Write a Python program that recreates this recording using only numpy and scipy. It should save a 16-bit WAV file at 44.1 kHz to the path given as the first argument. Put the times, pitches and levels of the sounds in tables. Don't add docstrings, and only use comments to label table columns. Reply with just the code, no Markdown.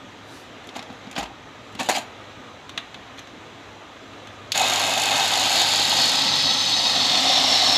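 import sys
import numpy as np
from scipy import signal
from scipy.fft import rfft, irfft, next_fast_len
from scipy.io import wavfile
from scipy.ndimage import uniform_filter1d, map_coordinates

SR = 44100
rng = np.random.default_rng(int(sys.argv[2]) if len(sys.argv) > 2 else 0)


def wrap_up_sound(samples):
    columns = np.atleast_2d(samples).T
    tamed = np.clip(columns, -1, 1)
    steps = np.round(tamed * 32767).astype(np.int16)
    wavfile.write(sys.argv[1], SR, steps)


def volts(x):
    e = np.asarray(x, float) / 20
    return 10 ** e


N = 342657
T = np.arange(N) / SR
MAINS_HZ = 50


def unit(x):
    return x / np.sqrt(np.mean(x ** 2) + 1e-20)


def along(points, hz):
    f, v = np.transpose(points)
    return np.interp(np.log(hz + 1), np.log(f + 1), v)


def curves(rows):
    s, *columns = np.transpose(rows)
    return [np.interp(T, s, column) for column in columns]


def ramp(start, length):
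    return np.clip((T - start) / length, 0, 1)


def wobble(rate):
    return map_coordinates(rng.standard_normal(int(N * rate / SR) + 4), [T * rate])


def tone(hz, phase=0):
    return np.cos(2 * np.pi * hz * T + phase)


def filtered(x, response):
    m = next_fast_len(len(x) + 8192)
    return irfft(rfft(x, m) * response(np.fft.rfftfreq(m, 1 / SR)), m)[:len(x)]


def modes(table):
    def response(f):
        total = 0
        for k, (hz, width, db) in enumerate(table):
            total = total + (-1) ** k * volts(db) * 1j * f * width / (hz * hz - f * f + 1j * f * width)
        return total
    return response


def colour(spectrum):
    return lambda f: volts(along(spectrum, f)) * (f > spectrum[0][0]) * (f < spectrum[-1][0])


def ringing(spectrum, table, under_db):
    return lambda f: np.hypot(volts(under_db) * colour(spectrum)(f), np.abs(modes(table)(f)) ** 1.4)


def rush(response, patchy_db):
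    z = signal.stft(rng.standard_normal(N), nperseg=1024)[2]

    def patch(tall, long):
        across = uniform_filter1d(rng.standard_normal(z.shape), tall, 0)
        return unit(uniform_filter1d(across, long, 1))

    field = patch(8, 4) + patch(2, 10)
    noise = signal.istft(z * volts(patchy_db * field), nperseg=1024)[1][:N]
    return unit(filtered(noise, response))


def bursts(times, db, t60, rise=0.0002):
    env, t = np.zeros(N + SR // 8), np.arange(SR // 8) / SR
    for s, level in np.broadcast(times, db):
        env[round(s * SR):][:len(t)] += volts(level - 60 * t / t60) * (1 - np.exp(-t / rise))
    return env[:N]


def whine(hz, width_hz):
    turn = 2 * np.pi * np.cumsum(hz) / SR
    band = wobble(width_hz) * np.cos(turn) + wobble(width_hz) * np.sin(turn)
    return unit(volts(1.1 * wobble(30)) * band)


# time in seconds, blade effort in dB, load on the housing in dB.
EFFORT = [
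    (4.57, -26, -29),
    (4.66, -24.5, -27.5),
    (5.0, -27, -30),
    (5.5, -22.5, -30),
    (5.9, -21.5, -31.5),
    (6.3, -21.5, -33),
    (6.82, -22.5, -34.5),
    (6.92, -21.5, -31),
    (7.4, -19.5, -28.5),
    (7.77, -19, -28),
]
# time in seconds, lift in dB.
LUMPS = [
    (5.19, 2.5),
    (5.58, 2.5),
    (6.01, 2),
    (6.4, 0.5),
]
# time in seconds, share of the top that is rattle.
LOOSENESS = [
    (4.54, 1),
    (5.9, 0.68),
    (6.15, 0.38),
    (6.3, 0.044),
    (7.77, 0.14),
]


def motor():
    lump_s = 0.06
    lift_db = sum(db * np.exp(-((T - s) / lump_s) ** 2) for s, db in LUMPS)
    whirr_db, housing_db = curves(EFFORT) + lift_db
    loose = np.clip(curves(LOOSENESS)[0], 0, 1)
    torque = np.cos(2 * np.pi * 2 * MAINS_HZ * (T - 0.0085))
    flutter = wobble(70)
    top_db = -36 + 0.73 * (whirr_db + 22) + 6 * loose
    drone = housing(housing_db, torque, flutter)
    body = drone + churn(housing_db, flutter) + sings()
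    blades = whirr(whirr_db, loose, torque, flutter) + fizz(top_db, loose)
    running = ramp(4.538, 0.013)
    return running * (body + blades + rattle(top_db, loose) + winding())


STAGE_MIDDLES = [4.9, 5.7, 6.5, 7.4]


def staged(broads, rings, under_db, patchy_db):
    total = 0
    for share, broad, table in zip(np.eye(len(rings)), broads, rings):
        fade = np.sqrt(np.interp(T, STAGE_MIDDLES, share))
        total = total + fade * rush(ringing(broad, table, under_db), patchy_db)
    return total


# frequency in Hz, level in dB per Hz.
HOUSING_SPECTRA = [
    [(24, -61), (40, -31), (65, -35), (92, -37), (123, -18), (259, -11.5), (424, -19), (776, 1.5),
     (1150, -15), (1500, -44), (2530, -120)],
    [(24, -59), (40, -25), (70, -24), (97, -16), (168, -13.5), (263, -12), (424, -15.5), (821, 2),
     (1150, -18), (1500, -42), (2530, -120)],
    [(24, -60.5), (40, -30), (92, -20), (123, -8), (259, -1), (436, -27), (524, -2.5), (765, -16),
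     (1150, -9), (1500, -36), (2530, -120)],
    [(24, -65), (40, -34), (92, -14), (204, -6), (263, -31), (436, -12), (754, 4.5), (906, -4.5),
     (1150, -3), (1500, -20), (2530, -120)],
]
# frequency in Hz, width in Hz, level in dB.
HOUSING_RINGS = [
    [(262, 19, -4), (800, 320, -3.5)],
    [(273, 33, -5.5), (870, 250, -5)],
    [(275, 22, -0.5), (860, 250, -0.5)],
    [(261, 32, 1.5), (749, 70, 4)],
]


def housing(housing_db, torque, flutter):
    level_db = housing_db + 1.5 + 1.6 * torque + 1.1 * flutter + 0.36 * wobble(25)
    return volts(level_db) * staged(HOUSING_SPECTRA, HOUSING_RINGS, under_db=-2.0, patchy_db=0.8)


# frequency in Hz, level in dB per Hz.
CHURN_SPECTRUM = [(680, -28), (1150, -6.5), (1600, -10), (1710, -6), (2800, -4), (3640, -11.5),
                  (6160, -120)]
# frequency in Hz, width in Hz, level in dB.
WALL_RINGS = [
    [(1290, 79, -5), (1600, 48, -1), (2106, 25, 0), (2570, 60, 2)],
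    [(1274, 67, -1), (1560, 90, 0.5), (2020, 200, -2.5)],
    [(1300, 38, 2), (1920, 130, 0.5), (2535, 18, 5)],
    [(2080, 36, -1)],
]


def churn(housing_db, flutter):
    churn_db = -29.5 + 0.79 * (housing_db + 29)
    spectra = [CHURN_SPECTRUM] * len(WALL_RINGS)
    level_db = churn_db + 0.54 + 0.29 * flutter + 0.25 * wobble(120)
    return volts(level_db) * staged(spectra, WALL_RINGS, under_db=-3, patchy_db=0.5)


# middle in seconds, half length in seconds, pitch in Hz, level in dB.
SINGING = [
    (4.62, .05, 2570, -39),
    (5.08, 0.22, 2570, -36),
    (5.6, 0.28, 4740, -37),
    (6.703, 0.33, 6160, -37.5),
    (6.8, .08, 4780, -35),
    (7.45, .08, 2870, -37),
]


def sings():
    total = 0
    for s, half, hz, db in SINGING:
        total = total + volts(db) * np.exp(-((T - s) / half) ** 4) * whine(hz + 0 * T, width_hz=70)
    return total


# frequency in Hz, level in dB per Hz.
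WHIRR_SPECTRA = [
    [(1590, -15), (2700, -2.5), (3750, 2.5), (4060, -5), (4360, 0.5), (4680, -5), (5700, -8), (6600, -12),
     (8580, -30), (14500, -120)],
    [(1590, -34), (2700, -6), (3610, -0.5), (4280, -2.5), (5310, -10), (5830, -17), (6310, -14),
     (6600, -15), (8580, -41), (14500, -120)],
    [(1590, -27), (2700, -14), (3380, -3), (3840, -4), (5270, -6.5), (5730, -18), (6290, -11), (6600, -36),
     (8580, -49), (14500, -120)],
    [(1590, -39), (2700, -18), (2810, -8), (3810, -0.5), (4390, -4), (4700, -7.5), (5490, -9), (6600, -17),
     (8580, -37), (14500, -120)],
]
# frequency in Hz, width in Hz, level in dB.
WHIRR_RINGS = [
    [(2960, 60, 2), (3280, 50, 3), (3700, 170, 4.5), (4230, 200, 1), (5020, 150, -9)],
    [(3750, 120, -8), (4340, 120, 1), (4840, 70, 1.5), (5250, 150, -4), (6400, 91, -14)],
    [(3900, 110, -1), (4360, 120, 0), (5087, 90, -1), (6200, 61, -5)],
    [(3430, 110, 0.5), (3720, 50, 1), (4040, 100, -2), (4360, 98, -1), (4970, 47, -4), (5200, 130, -4)],
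]
# time in seconds, pitch in Hz, dB relative to the whirr.
BLADE_DRIFT = [(5.35, 3725, -12), (5.5, 3750, -21), (5.62, 3740, -6), (5.72, 3800, -10), (5.82, 4040, -6),
               (5.95, 3700, -21), (6.12, 3920, -9), (6.5, 3856, -6.5), (6.82, 3800, -3.5), (7.0, 3720, -10),
               (7.2, 3580, -12), (7.37, 3560, -4), (7.46, 3620, -19), (7.56, 3970, -4), (7.64, 3900, -9),
               (7.77, 3700, -17)]
# time in seconds, steady hub and late ridge in dB relative to the whirr.
HUB_AND_RIDGE = [(5.35, -14, -40), (5.58, -5.5, -40), (5.66, -20, -40), (5.74, -3, -37), (5.9, -17, -35),
                 (6.05, -1.5, -30), (6.2, -12, -25), (6.6, -5, -27), (6.95, -7, -28), (7.24, -8, -19),
                 (7.36, -9, -6), (7.43, -25, -17), (7.5, -9, -4), (7.62, -10, -11), (7.77, -8, -5)]


def whirr(whirr_db, loose, torque, flutter):
    tearing = staged(WHIRR_SPECTRA, WHIRR_RINGS, under_db=1.0, patchy_db=1.1)
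    blade_hz, blade_db = curves(BLADE_DRIFT)
    hub_db, ridge_db = curves(HUB_AND_RIDGE)
    hub_hz = 4364 + 25 * wobble(3.2)
    ridge_hz = 5460 - 300 * np.abs(T - 7.35)
    whines = volts(blade_db) * whine(blade_hz, width_hz=220)
    whines += volts(hub_db) * whine(hub_hz, width_hz=200)
    whines += volts(ridge_db) * whine(ridge_hz, width_hz=400)
    thinned = ramp(BLADE_DRIFT[0][0], 0.12)
    level_db = whirr_db - 0.75 + 0.73 * loose * torque + 0.62 * flutter + 0.75 * wobble(400)
    return volts(level_db) * (tearing + thinned * whines)


# frequency in Hz, level in dB per Hz.
FIZZ_SPECTRUM = [(3760, -14), (6400, -1), (6640, -3), (7620, -4), (9210, -14), (10600, -19.5),
                 (12800, -18.5), (15600, -35)]


def fizz(top_db, loose):
    return volts(top_db + 2.1 * wobble(300)) * np.sqrt(1 - loose) * rush(colour(FIZZ_SPECTRUM), patchy_db=-0.5)


# frequency in Hz, level in dB per Hz.
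COUPLING_SPECTRUM = [(3530, -41), (6000, -17), (6390, 2), (7090, 2.5), (8520, -12.5), (9500, -11.5),
                     (10400, -11.5), (11000, -9), (11800, -13.5), (14500, -21), (15600, -29)]
# time in seconds, peak in dB.
HARD_RATTLES = [(4.5538, -17), (4.5753, -13), (4.5957, -15), (4.6152, -15), (4.7364, -18), (4.7963, -15),
                (4.8467, -17), (4.8661, -14), (4.907, -15), (4.9375, -16), (4.9759, -17), (4.9973, -14),
                (5.0178, -16), (5.0362, -14), (5.0562, -17), (5.0772, -15), (5.1086, -16), (5.126, -17),
                (5.1674, -18), (5.2263, -17), (5.2797, -17), (5.3171, -16), (5.3366, -14), (5.4074, -17),
                (5.4593, -20), (5.5052, -15), (5.5271, -14), (5.5955, -15), (5.6164, -10), (5.6878, -13),
                (5.7047, -14), (5.8983, -16), (5.9352, -17), (5.9681, -13), (6.039, -18), (6.0564, -15),
                (6.0779, -16), (6.1168, -17), (6.3567, -16), (6.948, -21), (7.6897, -20)]


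def rattle(top_db, loose):
    beat = np.arange(4.5565, N / SR - 0.01, 0.5 / MAINS_HZ)
    luck = rng.standard_normal((len(beat), 2))
    late = 0.0013 * luck[:, 0]
    beat_db = 3 * luck[:, 1] + 3.9 * (-1) ** np.arange(len(beat))
    taps = unit(0.5 + bursts(beat + late, beat_db, t60=0.024))
    s, db = np.transpose(HARD_RATTLES)
    blows = volts(top_db - 0.5) * np.sqrt(loose) * taps + bursts(s, db - 15, t60=0.022)
    teeth = rush(colour(COUPLING_SPECTRUM), patchy_db=0.5)
    shaken_jar = volts(0.5) * rush(colour(WHIRR_SPECTRA[0]), patchy_db=-2.0)
    return blows * (teeth + shaken_jar)


def winding():
    second = volts(-53 + 0.5 * wobble(5.8)) * tone(2 * MAINS_HZ, phase=3)
    third = volts(-50.0 + 1.4 * wobble(1.52)) * tone(3 * MAINS_HZ)
    return second + third


# frequency in Hz, width in Hz, level in dB.
BASE_MODES = [
    (264, 27, 8.2),
    (207, 75, 0.91),
]
JAR_MODES = [
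    (665, 150, 7),
    (910, 240, 5.5),
    (1010, 260, -25),
    (1300, 120, -12),
]


def contacts(table, body, top, snap_hz, spread, rise, t60, gain_db):
    s, db, base_db, jar_db, edge_db = np.transpose(table)
    db = db + gain_db
    snap, t = np.zeros(N + SR), np.arange(SR // 8) / SR
    harder = 1 + 0.0032 * (db - db.mean())
    pitches = snap_hz * harder * np.exp(spread * rng.standard_normal(len(s)))
    noises = rng.standard_normal((len(s), len(t)))
    for start, level, hz, noise in zip(s, db, pitches, noises):
        rasp = unit(filtered(noise, ringing(body, [(hz, 0.076 * hz, 1.5)], under_db=0.5)))
        snap[round(start * SR):][:len(t)] += volts(level - 60 * t / t60) * (1 - np.exp(-t / rise)) * rasp
    edge_noise = unit(filtered(rng.standard_normal(N), colour(top)))
    edge = bursts(s, db + edge_db + 3.5, 0.69 * t60, rise) * edge_noise
    jar = filtered(bursts(s, db + jar_db + 16, 0.0029), modes(JAR_MODES))
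    base = filtered(bursts(s, db + base_db + 21.5, 0.0093, rise=0.00086), modes(BASE_MODES))
    return snap[:N] + edge + jar + base


# time in seconds, peak in dB, then base thud, jar knock and top edge in dB relative to the peak.
LANDING = [(0.6414, -42, -11, -5, -10), (0.6705, -38.5, -9, -7, -5), (0.6897, -31, -19, -16, -18),
           (0.7535, -32, -15, -4, -25), (0.7595, -29.5, -6, -4, -20), (0.7641, -33, -18, 2, -4),
           (0.7922, -27, -7.5, -3, -17), (0.8252, -32, -22, -8, -13), (0.9003, -37, 5.5, 7, -24),
           (0.9265, -47, -9, -9, -5), (1.0694, -39, 8, 4, -19), (1.112, -35, -14, -9, -3),
           (1.1273, -33, -13, -13, -15), (1.1545, -30, -21, -7, -15), (1.1625, -19, -28, -7, -24),
           (1.1795, -21.5, -4, -3, -12), (1.186, -23, -3, -1, -11), (1.196, -28, -14, 2, -12),
           (1.2068, -27, -18, 0, -29), (1.23, -31, -21, 4, -6), (1.2574, -34, -20, 4, -20)]
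TWISTING = [(1.725, -46, -17, -15, -4), (1.7503, -29, -5, -15, -12), (1.7915, -23, -10, -17, -18),
            (1.7977, -23, -8, -10, -5), (1.8095, -21, -5.5, -8, -15), (1.8305, -28.5, -18, -9, -2),
            (1.845, -31, -18, -6, -12), (1.8645, -41, -13, -5, -8), (1.883, -42, -25, -20, -17),
            (1.888, -13, -17, 5.5, -9), (1.892, -15.5, -20, -3, -2), (1.8962, -16, -20, 11, -7),
            (1.901, -24, -22, -6, -3), (1.9135, -23.5, -21, 4, -2), (1.933, -32, -20, -8, -6),
            (1.9505, -20, -23, -10, -14), (1.9625, -19, -17, -8, -6), (1.9825, -24, -32, -2, -3)]
# frequency in Hz, level in dB per Hz.
JAR_SNAP = [(410, -34), (700, -5), (2270, -0.5), (2580, 0), (2820, -6), (3410, 0), (6000, -11.5),
            (7800, -43), (13200, -120)]
JAR_RIM = [(3240, -37), (5500, -10), (6950, 3.5), (8230, -10), (11200, -11), (15500, -23)]


def jar_contacts():
    landing = contacts(LANDING, JAR_SNAP, JAR_RIM, snap_hz=3240, spread=0.11, rise=0.00066, t60=0.044,
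                       gain_db=-3.0)
    lock = contacts(TWISTING, JAR_SNAP, JAR_RIM, snap_hz=3200, spread=0.15, rise=0.00066, t60=0.034,
                    gain_db=-3.0)
    return landing + lock


# time in seconds, level in dB, pitch in Hz, t60 in seconds.
HANDLING_BUMP = [
    (1.188, -33, 53.7, 0.3),
]


def handling_bump():
    total = 0
    for s, db, hz, t60 in HANDLING_BUMP:
        t = np.abs(T - s)
        boom = volts(db - 60 * t / t60) * np.sin(2 * np.pi * hz * t) * (1 - np.exp(-t / 0.023))
        total = total + boom * (T > s)
    return total


# time in seconds, peak in dB, then base thud, jar knock and top edge in dB relative to the peak.
BUTTONS = [
    (2.6935, -26.5, -27, -20, -13),
    (2.776, -15, -26, -11, -17.5),
    (2.9431, -27, -29, -22, -20),
    (3.1765, -38, -24, -20, -11),
    (3.1825, -29.5, -22, -22, -22),
    (3.1916, -33, -16, -16, -6.5),
    (3.2727, -41, -11, -4, -9),
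    (4.133, -43, -9, -11, -22),
    (4.2716, -32.5, -20, -11, -13),
]
# frequency in Hz, level in dB per Hz.
BUTTON_BODY = [(410, -34), (700, -3), (1250, -4), (1600, -3), (2010, -2.5), (2300, -3), (2620, 0.5),
               (2900, -3), (3500, 4.5), (4300, -5), (5200, -19), (7800, -43), (13200, -120)]
BUTTON_EDGE = [(3240, -33), (5400, -14), (6200, 1.5), (6900, -6), (9050, -19), (11000, -17), (15500, -30)]


def buttons():
    return contacts(BUTTONS, BUTTON_BODY, BUTTON_EDGE, snap_hz=3560, spread=0.03, rise=0.0003, t60=0.046,
                    gain_db=-3.5)


# time in seconds, peak in dB, then base thud, jar knock and top edge in dB relative to the peak.
WALL_SWITCH = [
    (4.519, -11, -34, -31, -6),
]
# frequency in Hz, level in dB per Hz.
SWITCH_BODY = [(710, -36), (1200, -18), (2410, -4), (2650, -4), (2890, 2), (3100, -9), (3360, 5),
               (3900, -2), (4280, -2), (4690, -5), (5600, -16), (7800, -41), (13200, -120)]
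SWITCH_EDGE = [(3240, -33), (5500, -15), (6400, -1), (9050, -21), (11000, -16), (15500, -26)]


def wall_switch():
    return contacts(WALL_SWITCH, SWITCH_BODY, SWITCH_EDGE, snap_hz=4700, spread=0, rise=0.00036, t60=0.053,
                    gain_db=-6.0)


def stroke(s, db, swell, fade):
    return volts(db - 60 * np.where(T < s, (s - T) / swell, (T - s) / fade))


# loudest moment in seconds, level in dB, swell in seconds, fade in seconds.
SEAT_STROKES = [
    (0.768, -40, 0.033, 0.13),
    (1.182, -29.5, 0.055, 0.14),
    (1.231, -41, 0.027, 0.11),
    (1.796, -34, 0.016, 0.27),
    (1.899, -30, 0.017, 0.17),
    (1.966, -37.5, 0.17, 0.17),
]
LUG_SCRAPES = [
    (1.8, -31, .04, .2),
    (1.864, -38, .1, .06),
    (1.963, -26, .2, .16),
    (1.9, -29, .02, .17),
    (0.768, -39, .08, .07),
    (1.19, -37, .08, .15),
]
# frequency in Hz, level in dB per Hz.
SEAT_SPECTRUM = [(88, -45), (150, -37), (263, 4.5), (420, -12), (766, 5.5), (1130, -3.5), (2410, -10.5),
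                 (2600, -6.5), (5870, -21), (6730, -19), (15500, -53)]
LUG_SPECTRUM = [(1200, -22), (2000, -5), (3000, 0), (4300, 1.5), (5400, -14), (6900, -2), (8300, -16),
                (11200, -19), (15500, -31)]


def slides():
    grind = volts(3.2 * wobble(250) + 6.5) * rush(colour(SEAT_SPECTRUM), patchy_db=0.0)
    scrape = volts(2 * wobble(300)) * rush(colour(LUG_SPECTRUM), patchy_db=3.5)
    rubbing = sum(stroke(*row) for row in SEAT_STROKES) * grind
    scraping = sum(stroke(*row) for row in LUG_SCRAPES) * scrape
    return rubbing + scraping


# frequency in Hz, level in dB per Hz.
CLOTH_SPECTRUM = [(2350, -31), (4000, -2), (9630, -13), (12600, -17), (15500, -26)]


def sleeve():
    middle_s, width_s, level_db = 0.36, 0.086, -52.5
    swell = np.exp(-((T - middle_s) / width_s) ** 2)
    return volts(level_db) * swell * rush(colour(CLOTH_SPECTRUM), patchy_db=0)


# frequency in Hz, t60 in seconds.
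WALL_DECAY = [
    (200, 0.33),
    (1500, 0.48),
    (6000, 0.16),
    (14000, 0.19),
]


def room(x):
    hz, t, z = signal.stft(rng.standard_normal(SR // 2), SR, nperseg=256)
    decay = volts(-60 * t / along(WALL_DECAY, hz)[:, None])
    tail = signal.istft(z * decay, SR, nperseg=256)[1]
    delayed = np.pad(x, (200, 0))
    return signal.fftconvolve(delayed, tail / np.linalg.norm(tail))[:N]


# frequency in Hz, level in dB per Hz.
FAN_SPECTRUM = [(18, -54), (30, -22), (64, -12.5), (98, -11.5), (193, -12.5), (285, -4.5), (350, -8),
                (496, -7.5), (717, -8.5), (4000, -18), (5200, -46), (8800, -120)]
HISS_SPECTRUM = [(2350, -18), (4000, -8.5), (4720, -8), (5560, -9.5), (6060, -6.5), (7300, -10.5),
                 (9010, -24), (11700, -25), (15600, -36)]
# frequency in Hz, width in Hz, level in dB.
FAN_MODES = [
    (103.6, 22.6, 0.5),
    (264, 73, -2),
    (1228, 46, -1.5),
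    (3350, 150, -10.5),
    (5840, 150, -17),
    (6340, 56, -24),
    (11600, 77, -36),
]


def air():
    level_db = -43 + 0.5 * wobble(3.57)
    socket = volts(-53.5) * ramp(4.2, 0.1)
    hum = (volts(-63.5 + 3.4 * wobble(3.1)) + socket) * tone(2 * MAINS_HZ, phase=3)
    fans = rush(ringing(FAN_SPECTRUM, FAN_MODES, under_db=4.0), patchy_db=1.04)
    hiss = volts(-16) * rush(colour(HISS_SPECTRUM), patchy_db=1)
    return hum + volts(level_db + 0.5) * (fans + hiss)


def scene():
    hands = jar_contacts() + handling_bump() + buttons() + wall_switch() + slides() + sleeve()
    return (motor() + hands + volts(-12.0) * room(hands) + air())[None]


def band_limit(x):
    return signal.sosfilt(signal.butter(12, 15700, fs=SR, output="sos"), x)


def record(dry):
    low_cut_hz, top_hz = 17, 15690
    thin = filtered(dry[0], lambda f: (1j * f / (low_cut_hz + 1j * f)) ** 2 * (f < top_hz))
    return band_limit(thin[None])


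dry = scene()
out = record(dry)
wrap_up_sound(out)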